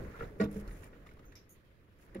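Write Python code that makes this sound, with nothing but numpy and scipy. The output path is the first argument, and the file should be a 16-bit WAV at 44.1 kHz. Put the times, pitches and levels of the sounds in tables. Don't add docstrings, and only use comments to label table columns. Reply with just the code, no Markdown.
import sys
import numpy as np
from scipy import signal
from scipy.fft import rfft, irfft, next_fast_len
from scipy.io import wavfile
from scipy.ndimage import uniform_filter1d

SR = 44100
rng = np.random.default_rng(int(sys.argv[2]) if len(sys.argv) > 2 else 0)


def put_to_file(sound):
    columns = np.atleast_2d(sound).T
    safe = np.clip(columns, -1, 1)
    whole_steps = np.round(safe * 32767)
    wavfile.write(sys.argv[1], SR, whole_steps.astype(np.int16))


N = 97020


def amp(db):
    return 10 ** (np.asarray(db) / 20)


def evened(x):
    return x / np.sqrt(np.mean(x ** 2) + 1e-20)


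def read(points, hz):
    f, value = np.transpose(points)
    return np.interp(np.log(hz + 1), np.log(f + 1), value)


def add(mix, s, sound):
    part = mix[round(s * SR):][:len(sound)]
    part += sound[:len(part)]


def gate(s, length, rise_s, t60):
    t = np.arange(N) / SR - s
    return np.clip(t / rise_s, 0, 1) * amp(-60 * np.maximum(t - length, 0) / t60)


def resonate(x, hz, width_hz):
    r = np.exp(-np.pi * width_hz / SR)
    return 2 * signal.lfilter([1 - r], [1, -r * np.exp(2j * np.pi * hz / SR)], x).real


def noise(spectrum, size, patchy_db, flicker_db):
    hz = np.fft.rfftfreq(size, 1 / SR)
    real, imag, patches = rng.standard_normal((N * 4 // size + 12, len(hz), 3)).T
    flicker = evened(uniform_filter1d(patches[0], size=3))
    patches = uniform_filter1d(patches, size=8, axis=0)
    patches = evened(uniform_filter1d(patches, size=8, axis=1))
    level_db = read(spectrum, hz)[:, None] + patchy_db * patches + flicker_db * flicker
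    frames = (real + 1j * imag) * amp(level_db)
    sound = signal.istft(frames, nperseg=size, noverlap=size * 3 // 4)[1]
    return evened(sound[size:size + N])


def strikes(events, modes):
    # frequency_hz, level_db (per Hz)
    thud = [(60, -16.5), (200, 5), (500, -4.5), (800, -13), (1900, -12.5), (3300, -24.5), (6000, -36),
            (15500, -56)]
    thud_db, thud_t60 = -13.5, 0.13
    out, t = np.zeros(N), np.arange(SR // 2) / SR
    rattle = noise(thud, size=256, patchy_db=5.5, flicker_db=3.5)
    hz, db, t60 = np.transpose(modes)[:, :, None]
    for s, level_db, tilt_db, rise_s in events:
        detune = 1 + 0.024 * (rng.random((len(modes), 1)) - .5)
        gains = amp(db + tilt_db * np.log2(hz / hz[0]))
        ring = gains * amp(-60 * t / t60) * np.sin(2 * np.pi * hz * detune * t)
        swell = 1 - np.exp(-t / rise_s)
        add(out, s, amp(level_db) * swell * ring.sum(0) / np.linalg.norm(gains))
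        out += amp(level_db + thud_db + tilt_db) * gate(s, 2 * rise_s, rise_s, thud_t60) * rattle
    return out


def shakes(events, modes, width_hz):
    contacts_per_s = 4600
    shape = (len(modes), N)
    contacts = (rng.random(shape) < contacts_per_s / SR) * rng.standard_normal(shape)
    metal = np.zeros(N)
    for x, (hz, db) in zip(contacts, modes):
        metal += amp(db) * resonate(resonate(x, hz, width_hz), hz, 4 * width_hz)
    envelope = sum(amp(db) * gate(s, length, 0.0005, t60) for s, length, db, t60 in events)
    return evened(metal) * envelope


def yard_hum():
    # frequency_hz, level_db (per Hz)
    yard = [(30, -20), (80, 7.5), (155, -2.5), (300, -19), (550, -19.5), (750, -47.5), (2300, -22),
            (3300, -26), (6500, -40), (13000, -38)]
    yard_db = -63.5
    return amp(yard_db) * noise(yard, size=2048, patchy_db=-2.0, flicker_db=-3.4)


def rubbing():
    # time_s, body_db, creak_db
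    rub = [(0, -41, -57), (0.07, -44.5, -56), (.13, -55, -57), (0.226, -44, -51.5), (0.326, -50.5, -65),
           (.65, -48.5, -59.5), (.9, -56, -65), (1.301, -58.5, -68), (1.45, -64, -72), (1.95, -67, -74),
           (2.2, -54, -62)]
    # frequency_hz, level_db (per Hz)
    body = [(45, -2), (200, -9.5), (450, -11), (620, -17), (800, -26), (1500, -53.5)]
    # frequency_hz, level_db (per Hz)
    creak = [(400, -2), (600, -11.5), (1100, -2.5), (1900, -3.5), (3100, -22.5), (10000, -30)]
    # start_s, length_s, level_db
    slides = [(0, 0.16, -75), (.15, 0.19, -77), (0.383, 0.065, -59.5), (0.499, 0.038, -62.5),
              (0.533, 0.078, -60), (0.656, 0.22, -65), (1.047, 0.067, -74), (1.976, 0.088, -70.5)]
    # frequency_hz, level_db (per Hz)
    strap = [(2500, -3), (4000, -15.5), (6000, -10), (11000, -9), (15600, -15)]
    slide_edge_s = 0.026
    t, (s, body_db, creak_db) = np.arange(N) / SR, np.transpose(rub)
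    low = amp(np.interp(t, s, body_db)) * noise(body, size=1024, patchy_db=0.0, flicker_db=0.5)
    creaking = amp(np.interp(t, s, creak_db)) * noise(creak, size=256, patchy_db=-2.5, flicker_db=-1.5)
    sliding = sum(amp(db) * gate(start, length, slide_edge_s, 0.05) for start, length, db in slides)
    hiss = sliding * noise(strap, size=128, patchy_db=2.5, flicker_db=3.0)
    return low + creaking + hiss


def stand_bumps():
    # frequency_hz, level_db (relative), t60_s
    stand = [(466, -4, 0.15), (743, -9.5, 0.11), (1379, 3.5, 0.047), (1697, -6.5, 0.073),
             (2660, -21, 0.036)]
    # start_s, level_db, tilt_db (per octave), rise_s
    bumps = [(.142, -37.5, 2.5, 0.0052), (.192, -38, 4, 0.0031), (.207, -30, -1, 0.00076),
             (.222, -35, 1.5, 0.0021)]
    return strikes(bumps, stand)


def booms():
    # start_s, level_db
    shudders = [(0.216, -40.5), (0.677, -38.5), (0.97, -50.5), (1.251, -55), (2.109, -54.5)]
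    boom_hz, boom_t60, rise_s = 40.4, 0.63, 0.0013
    out, t = np.zeros(N), np.arange(SR) / SR
    for s, db in shudders:
        swell = 1 - np.exp(-t / rise_s)
        add(out, s, amp(db - 60 * t / boom_t60) * swell * np.sin(2 * np.pi * boom_hz * t))
    return out


def wall_knocks():
    # frequency_hz, level_db (relative), t60_s
    wall = [(201, -1, 0.28), (303, -14, 0.42), (435.8, 4, 0.2), (471, -16, 0.38), (643.3, -7.5, 0.11),
            (1050, -43, 0.19), (1141, -21.5, 0.2), (1438, -12.5, 0.15), (1870, -10, 0.074),
            (2240, -17.5, 0.04), (149.5, -18, 0.264)]
    # start_s, level_db, tilt_db (per octave), rise_s
    knocks = [(.398, -18, 1, 0.0053), (.4085, -19, -2, 0.0069), (.436, -24, -13.5, 0.0016),
              (.557, -31, -9.5, 0.0041), (.927, -51, 10, 0.0095)]
    return strikes(knocks, wall)


def ticks():
    # time_s, level_db, pitch_hz
    tick_events = [(0.5147, -56.5, 11000), (0.5292, -56, 8800), (0.6778, -55, 4360), (0.843, -52, 8760),
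                   (1.071, -58.5, 3480), (1.0934, -73, 4800), (1.138, -68, 8600), (1.355, -55, 5650),
                   (2.148, -55.5, 10720)]
    tick_t60 = .02
    out, t = np.zeros(N), np.arange(4000) / SR
    fading = amp(4) * np.exp(-t / .0006) + amp(-8) * np.exp(-t / .008)
    for s, db, hz in tick_events:
        fizz = resonate(rng.standard_normal(4000), hz, 12000) * fading
        tone = amp(-60 * t / tick_t60) * np.sin(2 * np.pi * hz * t)
        add(out, s - .0005, amp(db) * (.5 * fizz + tone))
    return out


def taps():
    # time_s, level_db, pitch_hz
    tap_events = [(0.652, -55, 570), (0.684, -50.5, 1376), (0.711, -54, 1760), (0.834, -50.5, 1770),
                  (1.065, -52.5, 1160), (1.07, -54, 1890), (1.091, -56, 2060), (1.113, -55.5, 1470),
                  (1.169, -60, 1120), (1.193, -54, 1090), (1.243, -58.5, 1400), (1.259, -76, 1500),
                  (1.322, -53, 1710), (2.148, -50.5, 1820), (2.166, -53.5, 1850)]
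    tap_t60, width_hz, skirt_hz = 0.06, 200, 1800
    out, t = np.zeros(N), np.arange(4000) / SR
    for s, db, hz in tap_events:
        puff = rng.standard_normal(4000)
        pitched = evened(resonate(puff, hz, width_hz))
        skirt = evened(resonate(resonate(puff, hz, skirt_hz), hz, skirt_hz))
        envelope = amp(db - 60 * t / tap_t60) * np.minimum(t / 0.0017, 1)
        add(out, s - .002, envelope * (0.6 * pitched + 0.3 * skirt))
    return out


def clinks():
    # start_s, level_db, pitch_hz, t60_s
    buckles = [(.72, -64, 9260, 0.085), (.724, -70, 6600, 0.14), (1.252, -72.5, 6280, 0.43),
               (1.253, -65.5, 14300, 0.15)]
    out, t = np.zeros(N), np.arange(4000) / SR
    for s, db, hz, t60 in buckles:
        tone = evened(resonate(rng.standard_normal(4000), hz, width_hz=120))
        add(out, s, amp(db - 60 * t / t60) * tone)
    return out


def stirrup_clank():
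    # frequency_hz, level_db (relative)
    stirrup = [(2250, -1), (3700, -6), (5300, 3), (5700, 1), (13000, -7)]
    # start_s, length_s, level_db, t60_s
    clanks = [(1.354, 0.019, -59.5, 0.2)]
    return shakes(clanks, stirrup, width_hz=500)


def ring_jingle():
    # frequency_hz, level_db (relative)
    rings = [(6670, 1.5), (9250, -2), (10400, -2), (11880, -0.5), (13200, -3), (14200, 1)]
    # start_s, length_s, level_db, t60_s
    jingles = [(1.492, 0.035, -62.5, 0.13)]
    return shakes(jingles, rings, width_hz=340)


def saddle_landing():
    # frequency_hz, level_db (relative), t60_s
    seat = [(212, -0.5, .3), (353.6, 3, 0.11), (536, 1.5, .1), (786, -8.5, 0.095), (1790, -14, 0.053)]
    # start_s, level_db, tilt_db (per octave), rise_s
    landings = [(2.151, -34.5, -0.5, 0.0056), (2.172, -38, -18, .004)]
    return strikes(landings, seat)


def rustle():
    return rubbing() + stirrup_clank() + ring_jingle()


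def blows():
    return stand_bumps() + booms() + wall_knocks() + ticks() + taps() + clinks() + saddle_landing()


def ports(x, other, likeness, lean_share):
    # frequency_hz, lead_rad
    lead = [(0, 0), (520, .45), (620, 1.1), (700, 3), (1050, 7.5), (1500, 8.5), (1800, 11.4), (2600, 12.8),
            (5000, 24), (16000, 60)]
    # frequency_hz, left_minus_right_db
    shading = [(250, 0), (400, -3), (650, -9), (950, 4), (1150, 3), (1600, -8), (2150, 5), (3000, -1),
               (5500, -6), (14000, -1)]
    size = next_fast_len(N + 4096)
    hz = np.fft.rfftfreq(size, 1 / SR)
    same = np.clip(read(likeness, hz), 0, 1)
    lean = amp(lean_share * read(shading, hz) / 2)
    left = rfft(x, size)
    delayed = left * np.exp(-1j * np.interp(hz, *np.transpose(lead)))
    right = same * delayed + np.sqrt(1 - same ** 2) * rfft(other, size)
    return irfft(np.array([left * lean, right / lean]), size)[:, :N]


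def scene():
    # frequency_hz, common_share
    yard_same = [(150, 0.85), (600, 0.04), (4000, 0.022)]
    # frequency_hz, common_share
    near_same = [(400, 0.95), (700, 0.29), (2500, 0.067), (14000, 0.04)]
    # frequency_hz, common_share
    blow_same = [(600, 1), (800, .85)]
    yard = ports(yard_hum(), yard_hum(), yard_same, lean_share=0.74)
    handling = ports(rustle(), rustle(), near_same, lean_share=0.65)
    struck = ports(blows(), blows(), blow_same, lean_share=1)
    return yard + handling + struck


def record(dry):
    notch_hz, notch_width_hz, notch_db, edge_hz = 8250, 550, -8, 15790
    hz = np.fft.rfftfreq(N, 1 / SR)
    dip_db = notch_db * np.exp(-((hz - notch_hz) / notch_width_hz) ** 2)
    dipped = irfft(rfft(dry) * amp(dip_db), N)
    low_pass = signal.firwin(2047, edge_hz, window=("kaiser", 9), fs=SR)
    return signal.oaconvolve(dipped, low_pass[None], "same")


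dry = scene()
out = record(dry)
put_to_file(out)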